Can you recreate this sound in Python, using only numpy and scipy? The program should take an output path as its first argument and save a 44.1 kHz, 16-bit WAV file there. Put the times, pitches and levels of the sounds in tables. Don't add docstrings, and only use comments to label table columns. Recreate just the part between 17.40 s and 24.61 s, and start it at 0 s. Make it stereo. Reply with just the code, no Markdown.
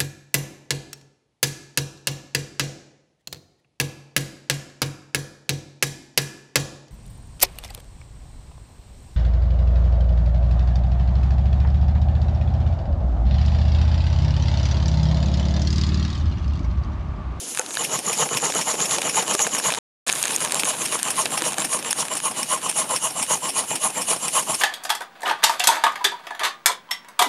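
import sys
import numpy as np
from scipy import signal
from scipy.io import wavfile
from scipy.ndimage import uniform_filter1d

SR = 44100
rng = np.random.default_rng(int(sys.argv[2]) if len(sys.argv) > 2 else 0)


def waveform_to_disk(signal):
    frames = np.transpose(np.atleast_2d(signal))
    scaled = np.clip(frames, -1, 1) * 32767
    samples = np.round(scaled).astype(np.int16)
    wavfile.write(sys.argv[1], SR, samples)


def field_ratio(decibels):
    return 10 ** (np.asarray(decibels, dtype=float) / 20)


N = 317961

# time_s, turns_made
CRANK = [(.18, 0), (.447, 1), (.588, 1.52), (0.732, 2), (1.697, 6), (2.185, 8), (3.199, 12), (3.707, 14),
         (4.249, 16), (5.031, 19), (6.094, 23), (7.145, 27), (7.41, 28)]
STEAM_REFERENCE_DB = -26


def rms_one(x):
    return x / np.sqrt(np.mean(x ** 2) + 1e-20)


def in_time(rows):
    s, *columns = np.transpose(rows)
    return [np.interp(np.arange(N) / SR, s, column) for column in columns]


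def drift(rate_hz):
    r = np.exp(-2 * np.pi * rate_hz / SR)
    return rms_one(signal.lfilter([1], [1, -2 * r, r * r], rng.standard_normal(N)))


def resonance(x, hz, width_hz):
    r = np.exp(-np.pi * width_hz / SR)
    poles = [1, -2 * r * np.cos(2 * np.pi * hz / SR), r * r]
    return signal.lfilter(np.array([1, 0, -1]) * (1 - r * r) / 2, poles, x)


def coloured_noise(modes, near, alike, patchy_db, skirt):
    mid, side = rng.standard_normal((2, N))
    white = np.sqrt(1 + alike) * mid + np.sqrt(1 - alike) * side * [[1], [-1]]
    out = 0
    for k, (hz, width_hz, near_db, far_db) in enumerate(modes):
        peak = resonance(resonance(white, hz, width_hz), hz, skirt * width_hz)
        level_db = far_db + near * (near_db - far_db) + patchy_db * drift(13.9)
        out = out + (-1) ** k * field_ratio(level_db) * peak
    return out / np.sqrt(uniform_filter1d(np.mean(out ** 2, axis=0), size=SR // 2))


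def steam_leak(leak_db, near):
    # pitch_hz, width_hz, near_db, far_db (relative)
    leak_modes = [(2700, 1060, -8, -3), (5000, 3900, -5.5, -7.5), (6900, 1130, 7, 0.5),
                  (9100, 890, -6, 5.5), (10340, 700, 6, 5), (11530, 1400, -9.5, -3),
                  (13800, 1800, -48.5, -23)]
    gusts = field_ratio(leak_db + 1.6 * drift(12))
    return gusts * coloured_noise(leak_modes, near, alike=0.38, patchy_db=2.0, skirt=2.9)


def broad_rumble(ticks_per_s, near):
    # pitch_hz, width_hz, near_db, far_db (relative)
    rumble_modes = [(103, 54, -2.5, -6), (162, 66, -3, -0.5), (279, 136, 2, -2), (560, 220, 0, -3.5),
                    (930, 445, -3, -5.5), (1990, 2000, -14, -9.5)]
    idle = np.arange(N) / SR < CRANK[0][0]
    rumble_db = -39 + 3.5 * np.log10(np.maximum(ticks_per_s, 1) / 30) - 3 * idle
    shakes = field_ratio(rumble_db + 1.6 * drift(15))
    return shakes * coloured_noise(rumble_modes, near, alike=.92, patchy_db=3.5, skirt=3.7)


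def handling_rumble(ticks_per_s):
    lumps = field_ratio(-74 + 2.3 * np.array([drift(6.), drift(6.)])) * np.sqrt(np.maximum(ticks_per_s, 1))
    low_pass = signal.butter(2, 50., fs=SR, output="sos")
    return lumps * rms_one(signal.sosfilt(low_pass, rng.standard_normal((2, N))))


def ring(clicks, hz, t60):
    r, w = field_ratio(-60 / (t60 * SR)), 2 * np.pi * hz / SR
    return signal.lfilter([0, np.sin(w)], [1, -2 * r * np.cos(w), r * r], clicks + 1e-18)


def camera_ticks(ticks_per_s):
    # time_s, level_db (relative), dull_against_bright_db
    ticks = [(0.148, -13, -2.5), (0.173, -8, -3), (0.1942, -1.5, -16.5), (0.262, -15.5, 1),
             (0.307, -14.5, 5), (0.3524, -12.5, -2), (0.3704, -7, 11.5), (0.7774, -13, -15),
             (1.0202, -13, -15), (1.1497, -10.5, -4), (1.4031, -10.5, 10), (1.5838, -12, -2),
             (1.6185, -7, 0), (1.911, -7, 4), (1.9506, -3, -1), (1.9925, -5, 3), (2.067, -10, 1.5),
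             (2.072, -11, -16), (2.1484, -8, 5), (2.3034, -10, -2.5), (2.3219, -9.5, 10),
             (2.3384, -7.5, 6.5), (2.3477, -8, 5), (2.6729, -9.5, 0), (2.68, -6, -9.5), (2.6931, -5.5, 7.5),
             (2.6978, -1.5, 6), (2.7186, -11.5, -3.5), (2.7263, 0, -20), (2.7527, -9.5, -17),
             (2.8274, -0.5, -20), (2.8378, -4, 0), (2.854, 0.5, -15), (2.8802, -8.5, -7.5),
             (2.908, -11, -10), (2.921, -14, -11), (2.9528, -12, -12), (2.9618, 5.5, -18),
             (3.0054, -10, -7), (3.0488, -6, -4), (3.0595, -14, 7), (3.0741, -15, 4), (3.1211, -2, -5.5),
             (3.1443, -5, -6), (3.1538, -7.5, -5.5), (3.195, -11.5, 3.5), (3.2338, -6, -2),
             (3.2456, -11.5, -9), (3.2518, -9, -17), (3.418, -8, -1), (3.6297, -5.5, -4.5),
             (3.684, -9, -20), (3.7048, -8, -8), (3.8561, -5, 5), (3.8608, -6.5, 16), (4.0207, -3.5, -2),
             (4.132, -11.5, -5.5), (4.183, -6, -3), (4.202, -8.5, -20), (4.2204, -10, -3),
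             (4.426, -14.5, -0.5), (4.5285, 2, -9), (4.6518, -16.5, 2), (4.7528, -11.5, -7.5),
             (4.7781, -16, -12), (5.3135, -13, -2.5)]
    # pitch_hz, level_db (relative), t60_s
    body_dull = [(934, -12, 0.013), (1730, -4.5, 0.0054), (2720, -1, 0.0034), (4037, -1, 0.003),
                 (4990, -3.5, 0.0029)]
    # pitch_hz, level_db (relative), t60_s
    body_bright = [(6400, -8, 0.0066), (7200, -5, 0.0037), (8910, 2.5, 0.0025), (9730, -16.5, 0.003),
                   (10490, -8.5, 0.0085), (12300, -17.5, 0.0036)]
    slip_s = .0008
    s, tick_db, dull_db = np.transpose(ticks)
    at, out = np.round(s * SR).astype(int), np.zeros((2, N))
    faint_db = -30.5 + 4.03 * np.minimum(rng.exponential(1, N), 3.2)
    faint = (rng.random(N) < ticks_per_s / SR) * field_ratio(faint_db)
    fade = np.exp(-np.arange(300) / (slip_s * SR))
    bright_share = 1 / (1 + field_ratio(dull_db) ** 2)
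    for modes, share in ((body_dull, 1 - bright_share), (body_bright, bright_share)):
        for hz, level_db, t60 in modes:
            strength = faint.copy()
            strength[at] = field_ratio(tick_db - 3.0) * np.sqrt(share)
            where = np.flatnonzero(strength)
            strength *= field_ratio(level_db + 3.5 * rng.standard_normal(N)) * rng.choice([-1, 1], N)
            sides = strength * field_ratio(0.36 * rng.standard_normal(N) * [[1], [-1]] + [[-.7], [.7]])
            late = where + (rng.exponential(.0002, N)[where] * SR).astype(int)
            clicks = np.zeros((2, N))
            clicks[:, np.minimum(late, N - 1)] = sides[:, where]
            slips = fade * rng.standard_normal(300) * (rng.random(300) < .15)
            slips = slips / np.sqrt(np.sum(slips ** 2))
            clicks = signal.fftconvolve(clicks, [slips], axes=1)[:, :N]
            out += ring(clicks, hz, t60)
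    return signal.sosfilt(signal.butter(2, [500., 11500.], "band", fs=SR, output="sos"), out)


def camera_knocks():
    # time_s, level_db (relative), pitch_hz
    knocks = [(0.1945, -17, 510), (0.197, -21, 880), (0.913, -23.5, 448), (1.155, -22, 457),
              (1.948, -17.5, 408), (2.689, -24, 1110), (3.235, -24, 300), (3.977, -20.5, 843),
              (4.02, -20, 334), (4.181, -21, 785), (4.19, -23, 200)]
    out = np.zeros(N)
    for s, knock_db, hz in knocks:
        click = np.zeros(N)
        click[round(s * SR)] = field_ratio(knock_db)
        out += ring(click, hz, 0.058) + .9 * ring(click, 1.5 * hz, 0.038)
        out += 0.34 * ring(click, 2.2 * hz, 0.036) + 0.63 * ring(click, 2.9 * hz, 0.05)
    return signal.sosfilt(signal.butter(2, [220., 2500.], "band", fs=SR, output="sos"), out)


def every_turn(contacts, near):
    first_turn, last_turn = 1, 27
    turn = np.repeat(np.arange(first_turn, last_turn + 1), len(contacts))
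    near_place, far_place, *columns = np.tile(np.transpose(contacts), last_turn + 1 - first_turn)
    crank_s, turns = np.transpose(CRANK)
    nearness = np.interp(np.interp(turn, turns, crank_s) * SR, np.arange(N), near)
    place = far_place + nearness * (near_place - far_place)
    return np.interp(turn + place, turns, crank_s), nearness, *columns


def swells(times, levels_db, rise_s, fall_s, rounded):
    out, t = np.zeros(N), np.arange(-4000, 4000)
    shape = np.exp(-np.abs(t / SR / np.where(t < 0, rise_s, fall_s)) ** rounded)
    for s, level_db in zip(times, levels_db):
        at = round(s * SR) + t
        inside = (at >= 0) & (at < N)
        out[at[inside]] += field_ratio(level_db) * shape[inside]
    return out


def stroke_note(row, near, hz, width_hz, length_s):
    s, nearness, near_db, far_db = every_turn([row], near)
    level_db = far_db + nearness * (near_db - far_db) + 1.6 * rng.standard_normal(len(s))
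    mid, side = rng.standard_normal((2, N))
    noise = mid + 0.26 * side * [[1], [-1]]
    tone = resonance(resonance(noise, hz, width_hz), hz, 2 * width_hz)
    return swells(s, level_db, rise_s=length_s, fall_s=length_s, rounded=1.8) * rms_one(tone)


def whistles_and_thumps(near):
    # near_place_turns, far_place_turns, pitch_hz, near_db, far_db
    whistle_rows = [(-.17, -0.15, 7340, -39, -30.5), (-.17, -0.18, 2950, -36.5, -39.5),
                    (.25, .25, 2900, -39.5, -38.5), (.33, 0.34, 6760, -40.5, -31.5),
                    (.33, .34, 10300, -38, -29), (.33, .36, 9250, -40, -30)]
    # near_place_turns, far_place_turns, near_db, far_db
    thump_rows = [(-.19, -.18, -35.5, -39), (-.02, -0.058, -37, -38), (.5, .5, -37.5, -46)]
    sharpness = 22
    out = 0
    for near_place, far_place, hz, near_db, far_db in whistle_rows:
        row = (near_place, far_place, near_db, far_db)
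        out = out + stroke_note(row, near, hz, hz / sharpness, length_s=0.028)
    for row in thump_rows:
        out = out + stroke_note(row, near, hz=170, width_hz=117, length_s=.012)
    return out


def exhaust(steam_db, near):
    # near_place_turns, far_place_turns, pipe_db (relative), near_jet_against_pipe_db, far_jet_against_pipe_db
    chuffs = [(-.155, -.135, -2.5, 7, 1.66), (.335, .355, 0.0, 7.5, 4.5)]
    # pitch_hz, width_hz, near_db, far_db (relative)
    pipe_modes = [(148.2, 32, 1, -9.5), (194, 34, -5.5, -12), (290, 100, -11, -12), (439.5, 52, 4, -11),
                  (500, 62, 1, -4.5), (632, 37.5, -1.5, -1), (838, 150, 3, -3), (944, 83, -1, -1),
                  (1056, 69, 1.5, 3.5), (1281, 208, -5.5, -13), (1970, 540, -6, -12.5),
                  (2482, 110, -7.5, -9.5), (2903, 230, -3.5, -7)]
    # pitch_hz, width_hz, near_db, far_db (relative)
    jet_modes = [(3920, 1700, -15.5, -12), (5710, 360, -10.5, -6.5), (6714, 570, -1.5, -2),
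                 (7030, 240, 8.5, -13), (7330, 230, -4.5, -1), (8580, 400, -23.5, -7),
                 (9190, 340, -13.5, 1.5), (10270, 500, -9, 0), (11360, 820, -19, -15),
                 (14300, 900, -39, -22)]
    s, nearness, pipe_db, jet_near_db, jet_far_db = every_turn(chuffs, near)
    scatter_db = 0.79 * rng.standard_normal((len(s), 2))
    pipe_db = pipe_db + np.interp(s * SR, np.arange(N), steam_db) + scatter_db[:, 0]
    jet_db = jet_far_db + nearness * (jet_near_db - jet_far_db) + scatter_db[:, 1]
    sputter = drift(100)
    pipe = swells(s, pipe_db + 1.0, rise_s=0.032, fall_s=0.034, rounded=2.44) * field_ratio(2.42 * drift(60))
    jet = swells(s, pipe_db + jet_db + .6, rise_s=0.033, fall_s=0.031, rounded=1.61) * field_ratio(1.44 * sputter)
    boom = pipe * coloured_noise(pipe_modes, near, alike=0.91, patchy_db=2.5, skirt=5.4)
    return boom + jet * coloured_noise(jet_modes, near, alike=0.81, patchy_db=2.5, skirt=3.9)


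def valve_gear(near):
    # near_place_turns, far_place_turns, near_rattle_db, far_rattle_db, thud_against_rattle_db
    clacks = [(0.0, 0.0037, -19, -18, -12), (.525, .55, -23.5, -29, -1)]
    # pitch_hz, width_hz, near_db, far_db (relative)
    rattle_modes = [(1717, 420, -7.5, -13), (2510, 500, 3, -2), (3450, 630, -4, -10), (4300, 530, -5, -11),
                    (5470, 290, 5.5, 1.5), (6780, 1000, -1.5, -11.5), (8920, 810, 0, 2),
                    (10540, 920, 1, -2.5), (13800, 1800, -24, -19.5)]
    # pitch_hz, width_hz, near_db, far_db (relative)
    thud_modes = [(190, 236, -5.5, -3.5), (466, 220, 1.5, -8.5), (786, 215, 1.5, 2.5),
                  (1470, 550, -18, -20)]
    s, nearness, near_db, far_db, thud_db = every_turn(clacks, near)
    scatter_db = 1.36 * rng.standard_normal((len(s), 2))
    rattle_db = far_db + nearness * (near_db - far_db)
    chatter = field_ratio(2.94 * drift(750))
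    rattle = swells(s, rattle_db + scatter_db[:, 0], rise_s=0.005, fall_s=0.0091, rounded=0.8) * chatter
    thud = swells(s, rattle_db + thud_db + scatter_db[:, 1], rise_s=0.0032, fall_s=0.0094, rounded=0.83)
    rattle = rattle * coloured_noise(rattle_modes, near, alike=0.78, patchy_db=1.2, skirt=9.0)
    return rattle + thud * coloured_noise(thud_modes, near, alike=0.93, patchy_db=0.4, skirt=3.1)


def scene():
    # time_s, exhaust_db, leak_db
    steam = [(0, -26, -28.5), (.19, -26, -31), (.22, -26, -37.5), (.35, -29, -33), (.45, -28, -29),
             (.6, -25.5, -32), (1.8, -24.5, -32.5), (2.38, -26.5, -33.5), (2.8, -34.5, -31.5),
             (3.1, -28, -33.5), (3.8, -27.5, -34), (4.5, -29, -39), (5.6, -25, -36), (6.4, -27, -37.5),
             (7.21, -24, -33)]
    # time_s, nearness (0-1), faint_ticks_per_s
    view = [(0, .8, 12), (1.0, 0.77, 40), (2.38, 0.65, 100), (2.67, 0.08, 320), (3.0, .1, 200),
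            (3.6, 0.12, 90), (4.2, 0, 120), (4.8, 0, 15), (7.21, 0, 3)]
    steam_db, leak_db = in_time(steam)
    near, ticks_per_s = in_time(view)
    near = np.clip(near, 0, 1)
    steam_swing_db = steam_db - STEAM_REFERENCE_DB
    engine = steam_leak(leak_db, near) + broad_rumble(ticks_per_s, near)
    engine = engine + field_ratio(.8 * steam_swing_db) * whistles_and_thumps(near)
    engine = engine + exhaust(steam_db, near) + field_ratio(.5 * steam_swing_db) * valve_gear(near)
    engine[0] = np.interp(np.arange(N) - near, np.arange(N), engine[0])
    middle = resonance(engine, hz=1600, width_hz=1460)
    top = resonance(engine, hz=9300, width_hz=2700)
    side = np.array([[1], [-1]])
    tilted = engine + side * ((0.22 + 0.56 * near) * middle - 0.09 * top)
    return tilted + handling_rumble(ticks_per_s) + camera_ticks(ticks_per_s) + camera_knocks()


def top_cut(x):
    return signal.sosfilt(signal.butter(12, 15900, fs=SR, output="sos"), x)


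def record(dry):
    # stop_s, start_s
    dropout = (2.3885, 2.664)
    x = signal.sosfilt(signal.butter(2, 110., "high", fs=SR, output="sos"), dry)
    x = signal.sosfilt(signal.butter(8, 15200., fs=SR, output="sos"), x)
    t = np.arange(N) / SR
    over_db = np.maximum(20 * np.log10(np.abs(x).max(axis=0) + 1e-9) + 7.4, 0)
    release = 360.0 * t
    duck_db = np.maximum(np.maximum.accumulate(over_db + release) - release, 0)
    lag = np.exp(-1 / (0.00056 * SR))
    x = np.tanh(x * field_ratio(-signal.lfilter([1 - lag], [1, -lag], duck_db)))
    stop, start = dropout
    gate = np.clip(np.maximum((stop - t) / 0.00086, (t - start) / 0.0035), 0, 1) ** 2
    return top_cut(x * gate)


dry = scene()
out = record(dry)
waveform_to_disk(out)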